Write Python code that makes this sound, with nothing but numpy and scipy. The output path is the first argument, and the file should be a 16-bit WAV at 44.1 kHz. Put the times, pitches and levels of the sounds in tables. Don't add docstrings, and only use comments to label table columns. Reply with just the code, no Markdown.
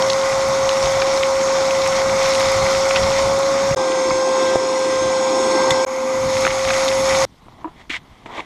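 import sys
import numpy as np
from scipy import signal
from scipy.fft import rfft, irfft, next_fast_len
from scipy.io import wavfile
from scipy.ndimage import uniform_filter1d, map_coordinates

SR = 44100
rng = np.random.default_rng(int(sys.argv[2]) if len(sys.argv) > 2 else 0)


def volts_from_decibels(level):
    exponent = np.asarray(level, float) / 20
    return 10 ** exponent


def log_audio(samples):
    frames = np.atleast_2d(samples).T
    limited = np.clip(frames, -1, 1)
    pcm = np.round(limited * 32767).astype(np.int16)
    wavfile.write(sys.argv[1], SR, pcm)


N = 372689
T = np.arange(N) / SR

# start in seconds, end in seconds.
SPOTS_S = [
    (0, 3.7478),
    (3.7598, 5.8498),
    (5.8615, 7.2513),
]
# frequency in Hz, level in dB per Hz.
YARD_DB_PER_HZ = [(12, -30), (20, -8), (38, -9), (87, -10), (207, -13), (649, -34), (811, -31), (2540, -40),
                  (3350, -34), (12500, -51.5), (15500, -60)]
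# frequency in Hz, gain in dB.
MIC_DB = [(20, -5), (7000, -0.5), (10000, -10), (15000, -24), (15600, -42)]


def running():
    # time in seconds, shaft speed in Hz, draw at the nozzle in dB.
    motor = [
        [(0.0, 530.4, -2.5), (0.06, 537.4, 0), (0.6, 538, -1), (0.84, 538.5, 1.5), (1.0, 539, -0.5),
         (1.46, 537, -1), (2.1, 537, 0), (2.38, 536.5, 2.5), (2.84, 538, 1), (2.93, 539.6, 2),
         (3.4, 544.5, -1.5)],
        [(3.95, 525.7, -0.5), (4.5, 525.7, -1), (5.1, 525.7, -0.5), (5.6, 525.7, -1.5)],
        [(6.1, 525.3, -6.5), (6.4, 529, 0), (6.69, 533, 1.5), (6.98, 533, -0.5), (7.16, 535, 1.5)],
    ]
    # whine in dB, hose rumble at rest in dB over the whine.
    level_db = [(-18, -19.5), (-17.5, -24.5), (-16, -16.5)]
    # frequency in Hz, level in dB per Hz.
    roar_db_per_hz = [
        [(90, -32), (150, -16), (470, -12.5), (1060, -7.5), (1700, -20), (2860, -34), (5000, -36.5),
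         (6600, -25.5), (8000, -39), (10000, -52), (12000, -63), (15200, -69)],
        [(90, -76), (150, -24), (350, -4.5), (570, -11.5), (1020, -5), (1500, -18.5), (2900, -26.5),
         (5000, -29), (6600, -30), (8800, -35), (9500, -40), (11000, -43), (12000, -54.5), (15200, -64)],
        [(90, -67), (150, -21), (245, -0.5), (570, -6), (1150, 1), (1500, -16), (2310, -16), (3100, -25),
         (4600, -45), (6470, -27), (8000, -37), (9500, -41), (11500, -42), (15200, -65)],
    ]
    # casing resonance depth (1 is full), roar in dB, suction in dB, grit in grains per second, grit
    # in dB.
    place = [
        (0.602, -8.5, -6.5, 600, -8.5),
        (1, -5, -35, 10, -2),
        (1.1, -10, -5.5, 600, -7.5),
    ]
    # multiple of the shaft speed, level in dB over the whine.
    orders = [
        [(2, -15.5), (3, -36), (12, -27)],
        [(2, -12), (3, -20), (5, -31), (7, -30.5), (8, -31), (12, -30)],
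        [(2, -21.5), (3, -34.5)],
    ]
    # frequency in Hz, width in Hz, gain in dB.
    local = [
        [(5610, 110, 4), (6480, 89, 4.5), (6790, 360, -7.5), (7110, 180, 6.5), (12600, 790, 5)],
        [(1810, 120, -5), (3270, 110, 5.5), (3600, 200, 2), (3800, 100, -2), (3955, 60, 6), (4950, 200, 0.5),
         (5680, 66, -1), (6020, 200, -1), (6480, 200, 3), (5620, 120, -4), (6800, 200, -3), (4750, 120, -4),
         (8930, 600, 2), (9600, 500, -8), (10700, 350, 6.5), (11600, 500, -5), (12300, 500, 2)],
        [(4100, 100, -1), (6480, 230, 4), (10540, 640, 6.5), (11700, 400, 3), (12800, 700, 5)],
    ]
    arm_share = [0, .47, 0]
    out = np.zeros(N)
    for (start_s, end_s), *spot in zip(SPOTS_S, motor, level_db, roar_db_per_hz, place, orders, local, arm_share):
        t = T[round(start_s * SR):round(end_s * SR)]
        fade = np.clip((t - start_s) / 0.009, 0, 1) ** 0.9 if start_s else 1
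        add(out, start_s, fade * vacuum(t, *spot))
        add(out, end_s, volts_from_decibels(-21) * np.array([1, -1]))
    return out


def vacuum(t, motor, level_db, roar_db_per_hz, place, orders, local, arm_share):
    shaft_hz, draw_db = curves(motor, t)
    depth, roar_db, suck_db, grit_per_s, grit_db = place
    whine_db, rest_db = level_db
    mix = shaft(shaft_hz, draw_db, orders)
    mix = mix + fan(t, draw_db, roar_db, roar_db_per_hz, depth, local, arm_share)
    mix = mix + suction(draw_db, suck_db, grit_per_s, grit_db, local)
    mix = mix + hose(t, draw_db, rest_db)
    return volts_from_decibels(whine_db + ducking(t)) * mix


def shaft(shaft_hz, draw_db, orders):
    n = len(shaft_hz)
    turn = 2 * np.pi * np.cumsum(shaft_hz + 0.3 * wobble(25.4, n)) / SR
    whine = np.sqrt(2) * volts_from_decibels(0.07 * wobble(31.04, n) + 0.37 * wobble(4.54, n)) * np.cos(turn)
    for k, db in orders:
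        yield_db = 1.9 * draw_db if k == 3 else 0
        sway_db = np.sqrt(k - 1) * (0.8 * wobble(16, n) + 0.9 * wobble(4, n))
        phase = round(k) * (turn + 0.04 * wobble(29.87, n))
        whine = whine + np.sqrt(2) * volts_from_decibels(db - yield_db + sway_db) * np.cos(phase)
    return whine


def fan(t, draw_db, roar_db, roar_db_per_hz, depth, local, arm_share):
    n = len(t)
    noise = patchy(n, patchy_db=0.75, drift_db=1.5)
    roar = mirrored(coloured(noise, roar_db_per_hz, depth, local), t, arm_share)
    return volts_from_decibels(roar_db - 0.8 * draw_db + 0.5 * wobble(7.57, n)) * roar


def suction(draw_db, suck_db, grit_per_s, grit_db, local):
    # frequency in Hz, level in dB per Hz.
    suck_db_per_hz = [(350, -17), (670, -0.5), (1170, 2), (1660, -10), (2160, -5), (2790, -13.5),
                      (3570, -10.5), (6580, -12.5), (7540, -17.5), (10400, -25.5), (12500, -37.5),
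                      (15200, -41)]
    n = len(draw_db)
    hiss = patchy(n, patchy_db=1.57, drift_db=0.7) * volts_from_decibels(0.5 * wobble(90, n))
    grit = volts_from_decibels(grit_db + 0.57 * draw_db) * sand(n, grit_per_s)
    air = coloured(hiss + grit, suck_db_per_hz, 0.49, local)
    return volts_from_decibels(suck_db + draw_db + 0.067 * wobble(11.8, n)) * air


def hose(t, draw_db, rest_db):
    # frequency in Hz, level in dB per Hz.
    hose_db_per_hz = [(12, -46), (20, -9.5), (70, 0.5), (113, 2.5), (248, -8), (289, -29), (400, -6.5),
                      (520, -14.5), (880, -120)]
    # time in seconds, rumble in dB over the whine.
    clods = [(0.0, -31), (0.09, -18), (0.35, -9), (0.5, -10), (0.66, -12), (0.85, -10.5), (0.98, -10.5),
             (1.1, -16), (1.9, -17), (2.11, -10), (2.32, -14), (2.47, -10), (2.63, -6), (2.76, -8.5),
             (2.95, -15), (3.04, -3.5), (3.27, -7), (3.53, -16), (3.74, -9), (3.78, -18), (4.13, -15),
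             (4.575, -20), (5.05, -15), (5.725, -16), (6.26, -7.5), (6.49, -7.5), (6.69, -9.5), (7.02, -10),
             (7.21, -19)]
    fall_db_per_s = 112
    clods_db = np.max([db - fall_db_per_s * np.abs(t - s) for s, db in clods], axis=0)
    rumble_db = np.maximum(rest_db + 1.3 * draw_db, clods_db)
    noise = rng.standard_normal(len(t)) * volts_from_decibels(2.1 * wobble(14, len(t)))
    return volts_from_decibels(rumble_db - 3.0) * coloured(noise, hose_db_per_hz)


def mirrored(x, t, share):
    # time in seconds, notch frequency in Hz.
    arm = [(3.76, 6700), (3.92, 6600), (4.2, 7000), (4.52, 7700), (4.7, 7300), (5.02, 8100), (5.2, 7250),
           (5.6, 7050), (5.85, 7450)]
    late = 6.5 * SR / curves(arm, t)[0]
    treble = filtered(x, lambda hz: np.exp(-((hz - 7200) / 1700) ** 4))
    return x + share * map_coordinates(treble, [np.arange(len(x)) - late])


def ducking(t):
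    # time in seconds, depth in dB.
    ducks = [
        (0.1, 1),
        (3.76, 2),
        (4.565, 3),
        (5.74, 0.5),
        (5.86, 9),
        (6.473, 6.5),
        (6.82, 2),
    ]
    recover_s = 0.4
    since = [(t - s, depth_db) for s, depth_db in ducks]
    return -np.max([depth_db * np.exp(-np.abs(u) / recover_s) * (u >= 0) for u, depth_db in since], axis=0)


def wand():
    # time in seconds, peak in dB, pitch in Hz, T60 in seconds.
    stones = [(0.1002, -4.5, 3900, 0.013), (0.1328, -5, 4730, 0.0064), (0.6918, -4, 3530, 0.01),
              (0.8271, -16, 3080, .019), (0.8578, -10, 3360, 0.018), (1.0202, -4, 1950, 0.013),
              (1.163, -12, 5200, 0.018), (1.2291, -9.5, 3100, .008), (1.2342, -2, 2160, 0.0055),
              (1.7088, -7, 2340, 0.0086), (1.8626, -9, 2190, 0.017), (1.8752, -7, 9230, .01),
              (2.3365, -7, 3903, .01), (2.349, -9, 4000, .008), (2.3531, -8, 3700, .008),
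              (2.407, -3, 2220, 0.0035), (2.519, -11, 11510, .008), (2.749, -10, 2500, .006),
              (2.9095, -3, 1900, 0.006), (2.9597, -1.5, 2580, 0.011), (2.9638, -5, 2800, .012),
              (2.969, -8.5, 3020, .014), (6.368, -8, 2100, .01), (6.4508, -3, 1926, 0.011),
              (6.4672, 2, 1300, 0.01), (6.4768, -1.5, 1650, 0.008), (6.5046, -9, 2160, 0.029),
              (6.5929, -11, 2080, 0.014), (6.6847, -11, 2170, .026), (6.7047, -2.5, 2030, 0.018),
              (6.74, -7, 2570, 0.0085), (6.781, -13, 9500, .006), (6.8435, -13, 10000, .008),
              (6.849, -10, 11000, .01), (6.8805, -6, 3430, 0.018), (6.886, -8, 3630, .02),
              (6.691, -12, 2070, .012), (6.514, -12, 2300, .012), (6.915, -12, 2300, .012)]
    # time in seconds, peak in dB, pitch in Hz.
    ticks = [(0.0234, -13, 3100), (0.072, -31, 10000), (0.0756, -28, 10300), (0.2149, -16, 3800),
             (0.2341, -18, 3400), (0.241, -33, 10300), (0.2743, -18, 3400), (0.2929, -29, 10700),
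             (0.3089, -25, 10000), (0.3278, -9, 2100), (0.4145, -17, 2400), (0.4708, -31, 10000),
             (0.4863, -21, 10000), (0.7, -33, 10300), (0.7686, -9, 3100), (1.0011, -10, 5200),
             (1.0679, -17, 2800), (1.1252, -36, 10700), (1.2547, -19, 2800), (1.2678, -15, 7600),
             (1.2736, -31, 8600), (1.677, -37, 11700), (1.75, -12, 2400), (1.8196, -9, 4100),
             (1.9398, -37, 11400), (2.0293, -33, 10000), (2.1182, -17, 4100), (2.2308, -11, 5900),
             (2.2604, -11, 3800), (2.2902, -25, 10300), (2.341, -22, 8300), (2.3475, -14, 8300),
             (2.3595, -17, 8300), (2.3981, -17, 10000), (2.4284, -15, 3100), (2.4502, -34, 12100),
             (2.4952, -34, 11700), (2.5757, -29, 10300), (2.6412, -28, 10000), (2.7137, -28, 10300),
             (2.7698, -21, 8300), (2.7773, -21, 8300), (2.9723, -22, 8300), (3.0242, -7.5, 5200),
             (3.066, -23, 7610), (3.1028, -11, 4100), (3.389, -20, 9600), (3.432, -14, 4100),
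             (6.4085, -20, 9600), (6.4201, -20, 7900), (6.4277, -23, 9300), (6.456, -20, 4100),
             (6.509, -15, 3100), (6.6508, -9, 2400), (6.926, -12, 2400), (7.091, -11, 5400),
             (7.135, -11, 5600), (7.24, -20, 4500)]
    # time in seconds, peak in dB, pitch in Hz.
    flicks = [(0.0235, -7, 5500), (0.108, -14, 5500), (0.3746, -11, 1200), (0.7014, -10, 1200),
              (2.016, -11, 1200), (2.041, -12, 1200), (2.428, -9, 1200), (0.1158, -16, 2900),
              (0.2988, -14, 2100), (0.4505, -21, 3400), (0.713, -12, 2100), (0.8271, -8, 5400),
              (0.8401, -15, 3500), (0.938, -16, 2100), (1.0172, -11, 5400), (1.058, -17, 3400),
              (1.075, -18, 3400), (1.136, -16, 2100), (1.175, -11, 5000), (1.3554, -16, 3495),
              (1.585, -15, 2100), (1.7894, -15, 4300), (1.9316, -13, 2300), (2.0947, -14, 3400),
              (2.0967, -9, 2100), (2.193, -12, 5500), (2.244, -15, 3200), (2.309, -14, 4870),
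              (2.3536, -16, 2100), (2.444, -12, 1990), (2.4504, -13, 2100), (2.666, -10, 2100),
              (2.685, -14, 3500), (2.8296, -17, 3400), (2.9505, -14, 3200), (2.9782, -11, 2100),
              (3.034, -11, 3900), (3.1184, -13, 3500), (3.725, -14, 2104), (3.919, -15, 3220),
              (6.291, -16, 2100), (6.354, -18, 3400), (6.5825, -18, 3400), (6.676, -12, 2100),
              (6.7352, -11, 2800), (7.112, -11, 2100)]
    out = np.zeros(N)
    fall_db = 60 * np.arange(SR // 100) / SR / 0.006
    for s, db, hz, t60_s in stones:
        ring = ping(hz, t60_s, rough=1.5)
        ring = ring + volts_from_decibels(-7) * ping(min(1.6 * hz, 12000), 0.7 * t60_s, rough=3.0)
        ring = ring + volts_from_decibels(-9) * ping(0.62 * hz, 0.6 * t60_s, rough=2.5)
        add(out, s, volts_from_decibels(db - 3.5) * ring)
        burst_db = db - 18.0 + 5.4 * np.log2(hz / 2000) - fall_db
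        add(out, s, volts_from_decibels(burst_db) * rng.standard_normal(len(fall_db)))
    for s, db, hz in flicks:
        add(out, s, volts_from_decibels(db - 11 - 2 * fall_db) * rng.standard_normal(len(fall_db)))
    out = through_mic(out)
    tick_t60_s = 0.0071
    for s, db, hz in ticks + flicks:
        ring = ping(hz, tick_t60_s, rough=1.3) + volts_from_decibels(-6) * ping(0.7 * hz, tick_t60_s, rough=2.4)
        add(out, s, volts_from_decibels(db - 4.5) * ring)
    return out


def bar():
    # time in seconds, peak in dB, pitch in Hz, T60 in seconds, thud in dB.
    blows = [(3.702, -14, 1570, 0.0078, -11), (3.723, -33, 260, 0.018, -46.5),
             (4.106, -6.5, 1100, 0.017, -19), (4.11, -16, 2190, 0.053, -40), (4.1, -15, 4700, 0.012, -30),
             (4.5572, -20, 750, .012, -42), (3.9, -14, 350, 0.015, -40), (4.558, -26, 9900, .01, -45),
             (4.5568, 1.5, 553, 0.0073, -21), (5.046, -34, 300, 0.022, -19),
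             (5.7072, -6.5, 3520, 0.031, -18), (5.7105, -14, 1120, .03, -45), (5.717, -21, 5400, .04, -45),
             (5.705, -13, 11760, 0.034, -40), (5.706, -11.5, 6640, 0.045, -29),
             (5.705, -13.5, 1990, .03, -43), (5.7205, -15, 2050, .04, -24)]
    out = np.zeros(N)
    for s, db, hz, t60_s, thud_db in blows:
        add(out, s, volts_from_decibels(db) * ping(hz, t60_s, rough=hz / 4000))
        add(out, s + 0.0076, volts_from_decibels(thud_db) * ping(135, 0.027, rough=0.13))
    return through_mic(out)


def knocks():
    # time in seconds, peak in dB, boom in dB, click in dB, ring time as a multiple of the T60.
    hits = [(7.438, -38, -14, -12, .4), (7.465, -26, -10, -17, 0.48), (7.477, -33, -14, -19, .3),
            (7.484, -20, -21, -16, .35), (7.505, -38, -11, -18, .4), (7.523, -29, -10, -18, 0.45),
            (7.589, -33, -8, -18, .5), (7.614, -24, -15, -16, 0.63), (7.627, -31, -8, -22, .4),
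            (7.6445, -8, -17, -21, .85), (7.6508, -23.5, 1.5, -34, 1.1), (7.654, -27, 1, -34, 1.4),
            (7.657, -15, -14, -26, 0.71), (7.672, -21, -12, -24, .5), (7.676, -17, -16, -26, .5),
            (7.681, -19, -9, -26, .6), (7.689, -25, -14, -24, .5), (7.899, -27, 6, 12, 0.38),
            (7.9028, -28, -6, 24, 0.68), (7.907, -29, -6, 20, .7), (7.911, -31, -8, 22, .6),
            (7.933, -34, -10, 22, .6), (7.9415, -30, -10, 24, .5), (7.951, -35, -14, 26, .6),
            (7.964, -19, -22, 3, 0.44), (8.26, -17, -18, 1, 0.3), (8.263, -27, -18, 4, .3),
            (8.29, -27, -22, -14, .6), (8.299, -25, -16, -14, .5), (8.328, -26, -18, -10, .5),
            (8.353, -20, -22, -12, .6), (8.3795, -15, -19, 1, .25), (8.383, -10, -19, -5, 0.41),
            (8.392, -11.5, -16, -12, 0.36), (8.401, -20, -20, 6, .4), (8.405, -21, -25, 9, .3),
            (8.421, -28, -16, -12, .4), (8.439, -35, -14, -5, .4)]
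    # frequency in Hz, level in dB, T60 in seconds.
    bucket = [
        (317, 0, 0.076),
        (720, -8, 0.052),
        (973, 0, 0.049),
        (1050, -12, 0.045),
        (1650, -16, .03),
    ]
    out = np.zeros(N)
    boom_hz, _, boom_t60_s = bucket[0]
    for s, db, boom_db, click_db, free in hits:
        ring = volts_from_decibels(boom_db - 2.0) * ping(boom_hz, free * boom_t60_s, rough=0.09)
        for hz, mode_db, t60_s in bucket[1:]:
            ring = ring + volts_from_decibels(mode_db - 10.0 + rng.normal(0, 1.1)) * ping(hz, free * t60_s, rough=0.45)
        click = volts_from_decibels(click_db - 9.0) * ping(2270, 0.049 * free, rough=0.98)
        add(out, s, volts_from_decibels(db) * (ring + click))
    return through_mic(out)


def scraping():
    # frequency in Hz, level in dB per Hz.
    rub_db_per_hz = [(120, -40), (200, -8.5), (357, -9), (540, -9.5), (873, -4), (1100, -6), (1310, -13),
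                     (2000, -32), (2600, -43), (4400, -120)]
    scrape_db_per_hz = [(710, -53), (1200, -8), (1360, -12.5), (1820, -5), (2030, -0.5), (2590, -10),
                        (3350, -6), (4880, -19.5), (5260, -19.5), (7410, -21.5), (8300, -26.5),
                        (15500, -51)]
    out, t = np.zeros(N), motor_off_s()
    n = len(t)
    rub_gain, scrape_gain = strokes(t)
    rub = coloured(rng.standard_normal(n) * volts_from_decibels(1.3 * wobble(160, n)), rub_db_per_hz)
    rasp = rng.standard_normal(n) * volts_from_decibels(1.6 * wobble(91.0, n)) + 0.75 * sand(n, 1800)
    scrape = coloured(rasp, scrape_db_per_hz, 0.15)
    add(out, t[0], rub_gain * rub + scrape_gain * scrape)
    return out


def strokes(t):
    # start in seconds, rise in seconds, hold in seconds, rub in dB, scrape in dB.
    hands = [(7.275, 0.21, .37, -52, -58), (7.56, 0.036, 0.11, -47.5, -59), (7.76, 0.042, 0.018, -49, -48),
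             (7.8956, .003, 0.013, -51, -27), (7.903, 0.021, 0.043, -40.5, -28), (8.1, .12, .04, -56, -54),
             (7.8, 0.15, 0.39, -52.5, -60.5), (8.255, 0.04, .045, -39, -52),
             (8.257, .003, .005, -33.5, -37.5), (8.28, 0.066, 0.025, -37, -40),
             (8.35, 0.034, .022, -32, -34.5), (8.398, .02, .05, -45, -47)]
    lift_s = 0.012
    corners_db = 16.5 * np.array([-5.0, -0.6, 0, -0.08, -0.73, -1.5])
    power = 0
    for s, rise_s, hold_s, *db in hands:
        corners_s = s + np.cumsum([-rise_s / 2, rise_s / 2, rise_s, hold_s, lift_s, lift_s])
        shape_db = np.interp(t, corners_s, corners_db, -99, -99)
        power = power + volts_from_decibels(shape_db + np.reshape(db, (-1, 1))) ** 2
    return np.sqrt(power)


def yard():
    out, t = np.zeros(N), motor_off_s()
    air = patchy(len(t), patchy_db=2.5) + 0.2 * sand(len(t), 150)
    add(out, t[0], volts_from_decibels(-48.5) * coloured(air, YARD_DB_PER_HZ))
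    return out


def motor_off_s():
    return T[T >= SPOTS_S[-1][1]]


def ping(hz, t60_s, rough):
    t = np.arange(SR // 8) / SR
    blur = 1 + rough * wobble(hz * 0.555, len(t))
    ring = np.sin(2 * np.pi * hz * t) * blur * volts_from_decibels(-60 * t / t60_s) * (1 - np.exp(-t * hz * 2.5))
    return -ring / np.abs(ring).max()


def sand(n, grains_per_s):
    at = np.flatnonzero(rng.random(n) < grains_per_s / SR * volts_from_decibels(7 * wobble(10, n)))
    u = rng.random((len(at), 2))
    hz = 1500 * 7.4 ** u[:, :1]
    size = volts_from_decibels(-4.5 * np.log(u[:, 1:] + 0.14)) * np.sqrt(hz)
    cycles = hz * np.arange(256) / SR
    grains = size * np.sin(2 * np.pi * cycles) * np.exp(-cycles / 0.88)
    index = at[:, None] + np.arange(256)
    return unit(np.bincount(index.ravel(), grains.ravel(), n + 256)[:n])


def patchy(size, patchy_db, drift_db=0):
    z = signal.stft(rng.standard_normal(size + 512), nperseg=512)[2]

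    def field(bins, frames):
        across = uniform_filter1d(rng.standard_normal(z.shape), bins, 0)
        return unit(uniform_filter1d(across, frames, 1))

    gain_db = patchy_db * field(8, 6) + drift_db * field(3, 40)
    return signal.istft(z * volts_from_decibels(gain_db), nperseg=512)[1][:size]


def coloured(x, points, depth=0, local=()):
    # frequency in Hz, width in Hz, gain in dB.
    case = [(338, 99, -1.5), (538, 235, -10.5), (950, 130, 1.5), (1083, 450, -6), (1300, 110, -2),
            (1687, 196, -8), (1993, 80, 8), (2256, 180, 4.5), (2840, 720, -5.5), (3590, 210, 4.5),
            (4010, 160, -6.5), (4230, 200, 5), (4640, 210, -9.5), (4760, 290, 7), (5496, 660, 11),
            (5700, 87, -6), (5990, 180, -6), (6380, 140, 9), (6790, 250, 9), (9770, 430, -5),
            (10300, 300, 0), (10600, 520, -4.5)]

    def peaks_db(modes, hz):
        return sum(db / (1 + (2 * (hz - centre) / width) ** 2) for centre, width, db in modes)

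    return unit(filtered(x, lambda hz: volts_from_decibels(along(points, hz) + depth * peaks_db(case, hz) + peaks_db(local, hz))))


def through_mic(x):
    return filtered(x, lambda hz: volts_from_decibels(along(MIC_DB, hz)))


def filtered(x, gain):
    m = next_fast_len(len(x) + 8192)
    return irfft(rfft(x, m) * gain(np.fft.rfftfreq(m, 1 / SR)), m)[:len(x)]


def along(points, hz):
    f, v = np.transpose(points)
    return np.interp(np.log(hz + 1), np.log(f + 1), v)


def curves(rows, t):
    s, *cols = np.transpose(rows)
    return [np.interp(t, s, c) for c in cols]


def wobble(rate_hz, size):
    knots = rng.standard_normal(int(size * rate_hz / SR) + 4)
    return map_coordinates(knots, [np.arange(size) * rate_hz / SR])


def unit(x):
    return x / np.sqrt(np.mean(x ** 2) + 1e-20)


def add(out, s, sound):
    part = out[round(s * SR):][:len(sound)]
    part += sound[:len(part)]


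def scene():
    hush = volts_from_decibels(-72) * coloured(rng.standard_normal(N), YARD_DB_PER_HZ)
    return (running() + wand() + bar() + knocks() + scraping() + yard() + hush)[None]


def low_pass(x):
    return signal.sosfilt(signal.butter(12, 15310, fs=SR, output="sos"), x)


def record(dry):
    soft = dry / (1 + np.abs(dry / 0.97) ** 6) ** (1 / 6)
    mix = filtered(soft[0], lambda hz: np.clip((15600 - hz) / 300, 0, 1))[None]
    return low_pass(mix)


dry = scene()
out = record(dry)
log_audio(out)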